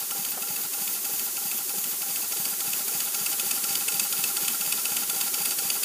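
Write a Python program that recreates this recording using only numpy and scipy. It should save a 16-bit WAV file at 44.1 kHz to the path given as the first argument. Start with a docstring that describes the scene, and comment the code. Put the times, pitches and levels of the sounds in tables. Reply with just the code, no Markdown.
"""A model steam locomotive chassis runs on compressed air on a workbench, slowly picking up speed.
Its slack rod knocks twice a turn, exciting the modes of the steel; the valve gear taps the frame
plates, the crossheads rub, the ports gulp and the exhaust puffs, all in step with the crank.
Turbulent air hisses from leaking joints and a whistling gland. One close microphone hears it all."""
import sys
import numpy as np
from scipy import signal
from scipy.fft import rfft, irfft, next_fast_len
from scipy.io import wavfile
from scipy.ndimage import map_coordinates

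SR = 44100
rng = np.random.default_rng(int(sys.argv[2]) if len(sys.argv) > 2 else 0)


def wrap_up_sound(samples):
    """Save the sound to the file named by the first command line argument, as 16-bit audio."""
    columns = np.atleast_2d(samples).T
    # keep every value between -1 and 1, then stretch to whole-number steps
    tamed = np.clip(columns, -1, 1)
    steps = np.round(tamed * 32767).astype(np.int16)
    wavfile.write(sys.argv[1], SR, steps)


N = 257544
TIME = np.arange(N) / SR


def amp(db):
    """Amplitude grows tenfold for every 20 dB."""
    return 10 ** (np.asarray(db) / 20)


def unit(x):
    """Normalisation to an rms of 1."""
    return x / np.sqrt(np.mean(x ** 2) + 1e-20)


def noise():
    """White noise has equal mean power at all frequencies."""
    return rng.standard_normal(N)


def wobble(rate):
    """Interpolation joins random values, rate of them a second, into a smooth curve."""
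    return map_coordinates(rng.standard_normal(int(N * rate / SR) + 4), [TIME * rate])


def filtered(x, response):
    """A linear filter multiplies the spectrum by its frequency response."""
    m = next_fast_len(N + 8192)
    return irfft(rfft(x, m) * response(np.fft.rfftfreq(m, 1 / SR)), m)[:N]


def coloured(x, spectrum):
    """Spectral shaping through (Hz, dB) points; white noise keeps its power."""
    f, db = np.transpose(spectrum)
    return filtered(x, lambda hz: unit(amp(np.interp(np.log(hz + 1), np.log(f), db))))


def resonance(f, hz, width):
    """The response of a damped oscillator peaks at its natural frequency."""
    return 1j * f * width / (hz * hz - f * f + 1j * f * width)


def add(track, s, sound):
    """Superposition: a sound adds to the track from s seconds on."""
    i = round(s * SR)
    lo, hi = max(i, 0), min(i + len(sound), N)
    if hi > lo:
        track[lo:hi] += sound[lo - i:hi - i]


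def bursts(rows, rise, fall):
    """Exponential growth and decay about each (seconds, dB) peak, with time constants in seconds."""
    track, t = np.zeros(N), np.arange(-SR // 20, SR // 20) / SR
    shape = np.exp(np.where(t < 0, t / rise, -t / fall))
    for s, db in rows:
        add(track, s + t[0], amp(db) * shape)
    return track


def crank():
    """Angle is the integral of speed. Returns the angle in turns and the speed in dB re top speed."""
    # The wheels labour, pick up and settle. Each row: time in seconds, turns per second.
    speed_curve = [(0.0, 3.226), (1.37, 3.138), (1.38, 3.082), (1.87, 3.046), (2.51, 3.576), (2.76, 3.627),
                   (3.53, 4.124), (4.53, 4.124), (5.84, 4.061)]
    speed = np.interp(TIME, *np.transpose(speed_curve))
    turns = np.cumsum(speed) / SR
    dead_centre = np.interp(.1112, TIME, turns)  # first pass of front dead centre
    return turns - dead_centre, 20 * np.log10(speed / speed.max())


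def passes(angle, at):
    """Rotation is periodic: the times in seconds at which the crank reaches one angle."""
    turns = np.arange(np.ceil(angle[0] - at), angle[-1] - at) + at
    return np.interp(turns, angle, TIME)


def stroke(angle):
    """Cyclic loading: friction and airflow vary alike in every turn."""
    # Each row: angle in turns, then relative dB of friction, gland leak, exhaust flow and whistle.
    cycle = [(0, 5, 10, 10, -14), (.08, -16, 7.5, 1, -18), (.17, 2.5, 6.5, 6.5, -12), (.27, 4, 10, 7, -3),
             (.4, -0.5, 8, 3.5, -5), (.55, -3, 7.5, 9, -6), (.635, 1.5, 9, 4.5, 2), (.76, 2.5, 1, 8, -11),
             (.88, -20, -3, -2.5, -5)]
    at, *loads = np.transpose(cycle)
    return [np.interp(angle, at, db, period=1) for db in loads]


def air(angle, speed_db):
    """Turbulence makes broadband noise at joints, gland and exhaust; a resonance makes it whistle."""
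    # Spectra of the three jets. Each row: frequency in Hz, relative spectral density in dB.
    leak_spectrum = [(100, -31), (700, -14), (1150, -7.5), (1750, -10.5), (3200, -4.5), (3900, -4),
                     (5600, 0), (6900, 3), (8000, 2), (9000, 3.5), (11000, 5), (12600, 2.5), (14600, 4.5),
                     (15200, 3.5)]
    gland_spectrum = [(1000, -37), (5000, -24), (6700, 3.5), (8500, -8.5), (11500, 1.5), (13200, 3),
                      (13870, -5), (14400, 4), (15200, 5.5)]
    exhaust_spectrum = [(25, -42), (50, -50), (80, -12), (120, -15.5), (210, 1.5), (250, -2.5), (390, -1.5),
                        (600, -6), (1150, -6), (1750, -6.5), (4000, -17)]
    # The gland's resonance: frequency in Hz, bandwidth in Hz.
    whistle_mode = (13820, 250)
    # The microphone swings in over the cylinders. Each row: time in seconds, gain of the leaks in dB.
    aim_curve = [(0.1, -0.9), (.55, -1.5), (.85, 0)]
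    _, blow_db, flow_db, whistle_db = stroke(angle)
    blow_db = blow_db - blow_db.max()
    flutter = lambda: amp(.25 * wobble(40))
    # The supply pressure that speeds the wheels also feeds the leak.
    leak = amp(-27.5 + .86 * speed_db) * flutter() * coloured(noise(), leak_spectrum)
    gland = amp(-28 - .1 * speed_db + blow_db) * flutter() * coloured(noise(), gland_spectrum)
    tone = unit(filtered(noise(), lambda f: resonance(f, *whistle_mode)))
    whistle = amp(-37 - 1.7 * speed_db + whistle_db) * tone  # strongest in slow, heavy running
    rush = amp(flow_db - 49.5 + speed_db) * coloured(noise(), exhaust_spectrum)
    aim = amp(np.interp(TIME, *np.transpose(aim_curve)))
    return aim * (tray(leak + gland) + whistle) + rush


def tray(x, echo_db=-23, delay_range_s=(.0018, .012), count=10):
    """Interference with weak echoes from the steel tray under the chassis ripples the spectrum."""
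    response = np.zeros(SR // 20)
    response[0] = 1
    delays = (SR * rng.uniform(*delay_range_s, count)).astype(int)
    response[delays] = amp(echo_db) * rng.choice([-1, 1], count)
    return signal.fftconvolve(x, response / np.linalg.norm(response))[:N]


def friction(angle, speed_db):
    """Sliding friction excites the crossheads and their bars, which sing thinly under load."""
    # The slide bars' resonance: frequency in Hz, bandwidth in Hz.
    bar_mode = (4745, 35)
    load_db = stroke(angle)[0]
    rub = steel(amp(load_db - 45.5 + 2.3 * speed_db + 4.1 * wobble(200)) * noise())
    singing = unit(filtered(noise(), lambda f: resonance(f, *bar_mode)))
    return rub + amp(load_db - load_db.max() - 42 + 2 * speed_db) * singing


def steel(force):
    """Modal response of the rods and crossheads, which are too thin to radiate low notes."""
    # Each row: mode frequency in Hz, bandwidth in Hz, relative level in dB.
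    modes = [(2293, 230, -9), (2625, 73, 7), (2966, 233, -0.5), (3500, 510, -4.5), (4625, 216, 4),
             (5515, 34, 3), (6370, 87, 1), (6825, 620, -1.5), (8430, 207, 4), (10630, 400, 1.5)]
    ringing = lambda f: sum(amp(db) * resonance(f, hz, width) for hz, width, db in modes)
    return filtered(force, lambda f: unit(ringing(f) * f ** 4 / (f ** 4 + 1900 ** 4)))


def ticks_and_knocks(angle, speed_db, ring_db=-.7, crack_db=-3.5, scatter_db=.7):
    """Impacts in the running gear and slack rod bearing chatter briefly and set the steel ringing."""
    # Light metallic ticks of the running gear, two of them on the once-a-turn valve tick.
    # Each row: time in seconds, relative level in dB.
    gear_ticks = [(.007, -38), (.287, -35.5), (.319, -36), (2.795, -39)]
    # The bearing takes up its slack at front, then back dead centre. Each row: angle in turns,
    # relative level at top speed in dB, dB gained per dB of speed, lag in turns per dB of speed.
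    knocks = [(0, -26.4, 2.7, 0), (.4655, -23.1, 2.9, .0065)]
    # The crack of contact. Each row: frequency in Hz, relative spectral density in dB.
    crack_spectrum = [(100, -30), (700, -11), (1300, -4), (1900, -17), (2400, -2), (3500, 0), (3900, -8),
                      (4600, 1), (5900, -8), (6700, -1), (8500, -1), (9600, -8), (15500, -10)]
    blows = [(s, db + growth * np.interp(s, TIME, speed_db) + rng.normal(0, scatter_db))
             for at, db, growth, lag in knocks for s in passes(angle - lag * speed_db, at)]
    force = bursts(blows, rise=.0023, fall=.0034) + bursts(gear_ticks, rise=.001, fall=.003)
    chatter = lambda: unit(noise() * amp(1.5 * wobble(2500)))
    ring = amp(ring_db) * steel(force * chatter())
    crack = amp(crack_db) * coloured(force * chatter(), crack_spectrum)
    return ring + crack


def frame_taps(angle, speed_db, attack_s=.004, scatter_db=1.2):
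    """Tapped by the valve gear, the frame plates vibrate freely; speed brings out the upper mode."""
    # Each row: angle in turns, relative dB of the low and upper modes, dB gained per dB of speed.
    taps = [(.02, -40, -28.5, 0), (.14, -42.5, -38, -1), (.255, -37.5, -34.5, 0.4), (0.364, -48, -35.5, 22),
            (.475, -48, -32.5, -0.3), (.665, -38.5, -37, 1.5), (0.718, -44, -30, 0.5)]
    # Each row: plate mode frequency in Hz, time to decay by 60 dB in seconds.
    modes = [(809, 0.12), (1382, 0.042)]
    t = np.arange(SR // 5) / SR
    rings = np.zeros((len(modes), N))
    for at, *levels, growth in taps:
        for s in passes(angle, at):
            strength_db = growth * np.interp(s, TIME, speed_db)
            for ring, (hz, t60), db in zip(rings, modes, levels):
                pitch = hz * (1 + rng.normal(0, .008))
                swing = np.sin(2 * np.pi * (pitch * t + rng.random()))
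                decay = amp(db + strength_db + rng.normal(0, scatter_db) - 60 * t / t60)
                add(ring, s, decay * (1 - np.exp(-t / attack_s)) * swing)
    return amp(3.5) * rings[0] + amp(3 + 1.55 * speed_db) * rings[1]


def valve_ticks(angle, level_db=-37, at_turn=.675):
    """A light impact of the valve rod radiates a bright burst of noise once a turn."""
    ticks = [(s, level_db + rng.normal(0, 1.5)) for s in passes(angle, at_turn)]
    force = bursts(ticks, rise=.001, fall=.003) * noise()
    return coloured(force, [(1000, -34), (2600, -7), (3400, 17), (5500, 3), (12000, -19)])


def exhaust_beats(angle, hz=175, width_s=.0027):
    """Each release of a cylinder radiates a soft, low pressure pulse."""
    # Each row: crank angle in turns, level in dB.
    beats = [(.272, -38), (.5, -50), (.73, -47), (.985, -53)]
    track, t = np.zeros(N), np.arange(-SR // 30, SR // 30) / SR
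    for at, db in beats:
        for s in passes(angle, at):
            pitch = hz * (1 + rng.normal(0, .04))
            pulse = np.cos(2 * np.pi * pitch * t) / np.cosh(t / width_s)
            add(track, s + t[0], amp(db + rng.normal(0, 1)) * pulse)
    return track


def port_gulps(angle, scatter_db=2.5):
    """A cavity resonance falls in pitch as the ports open onto a growing volume of air."""
    # Each row: angle in turns, start and end frequencies in Hz, length in seconds, level in dB.
    gulps = [(.125, 523, 407, 0.0099, -41.5), (0.167, 478, 302, 0.0184, -47.5),
             (0.356, 500, 407, 0.04, -64), (0.495, 245, 219, 0.035, -50), (0.54, 431, 260, 0.0292, -49.5),
             (0.861, 407, 361, 0.029, -47)]
    track = np.zeros(N)
    for at, start_hz, end_hz, length, db in gulps:
        progress = np.linspace(0, 1, int(length * SR))
        for s in passes(angle, at):
            hz = start_hz * (end_hz / start_hz) ** progress * (1 + rng.normal(0, .04))
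            envelope = amp(db + rng.normal(0, scatter_db)) * np.sin(np.pi * progress)
            add(track, s, envelope * np.sin(2 * np.pi * np.cumsum(hz) / SR))
    return track


def bench_scuff():
    """One brief contact on the bench makes a noise burst, dull because it has little treble."""
    # Each row: frequency in Hz, relative spectral density in dB.
    spectrum = [(40, -42), (130, -12), (300, -0.5), (750, 1.5), (1050, -13), (1400, -2), (2500, -22),
                (8000, -50)]
    return coloured(bursts([(.379, -33)], rise=.009, fall=.009) * noise(), spectrum)


def room(x, t60):
    """Reverberation: the workshop's reflections build up, then decay by 60 dB in t60 seconds."""
    t = np.arange(SR // 3) / SR
    tail = rng.standard_normal(len(t)) * amp(-60 * t / t60) * (1 - np.exp(-t / .0095))
    return signal.fftconvolve(x, tail / np.linalg.norm(tail))[:N]


def scene():
    """The sources superpose, paced by one crank; only the transients feed the reverberation."""
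    angle, speed_db = crank()
    continuous = air(angle, speed_db) + friction(angle, speed_db)
    impacts = ticks_and_knocks(angle, speed_db) + frame_taps(angle, speed_db) + valve_ticks(angle)
    transients = impacts + exhaust_beats(angle) + port_gulps(angle) + bench_scuff()
    mono = continuous + transients + amp(-13) * room(transients, t60=.18)
    return np.array([mono, mono])


def record(dry):
    """The microphone is a band-pass filter: it loses the deep bass and all above its band limit."""
    bass_hz, top_hz = 70, 15400
    response = lambda hz: (hz < top_hz) * hz ** 2 / np.sqrt(hz ** 4 + bass_hz ** 4)
    return np.array([filtered(channel, response) for channel in dry])


dry = scene()
out = record(dry)
wrap_up_sound(out)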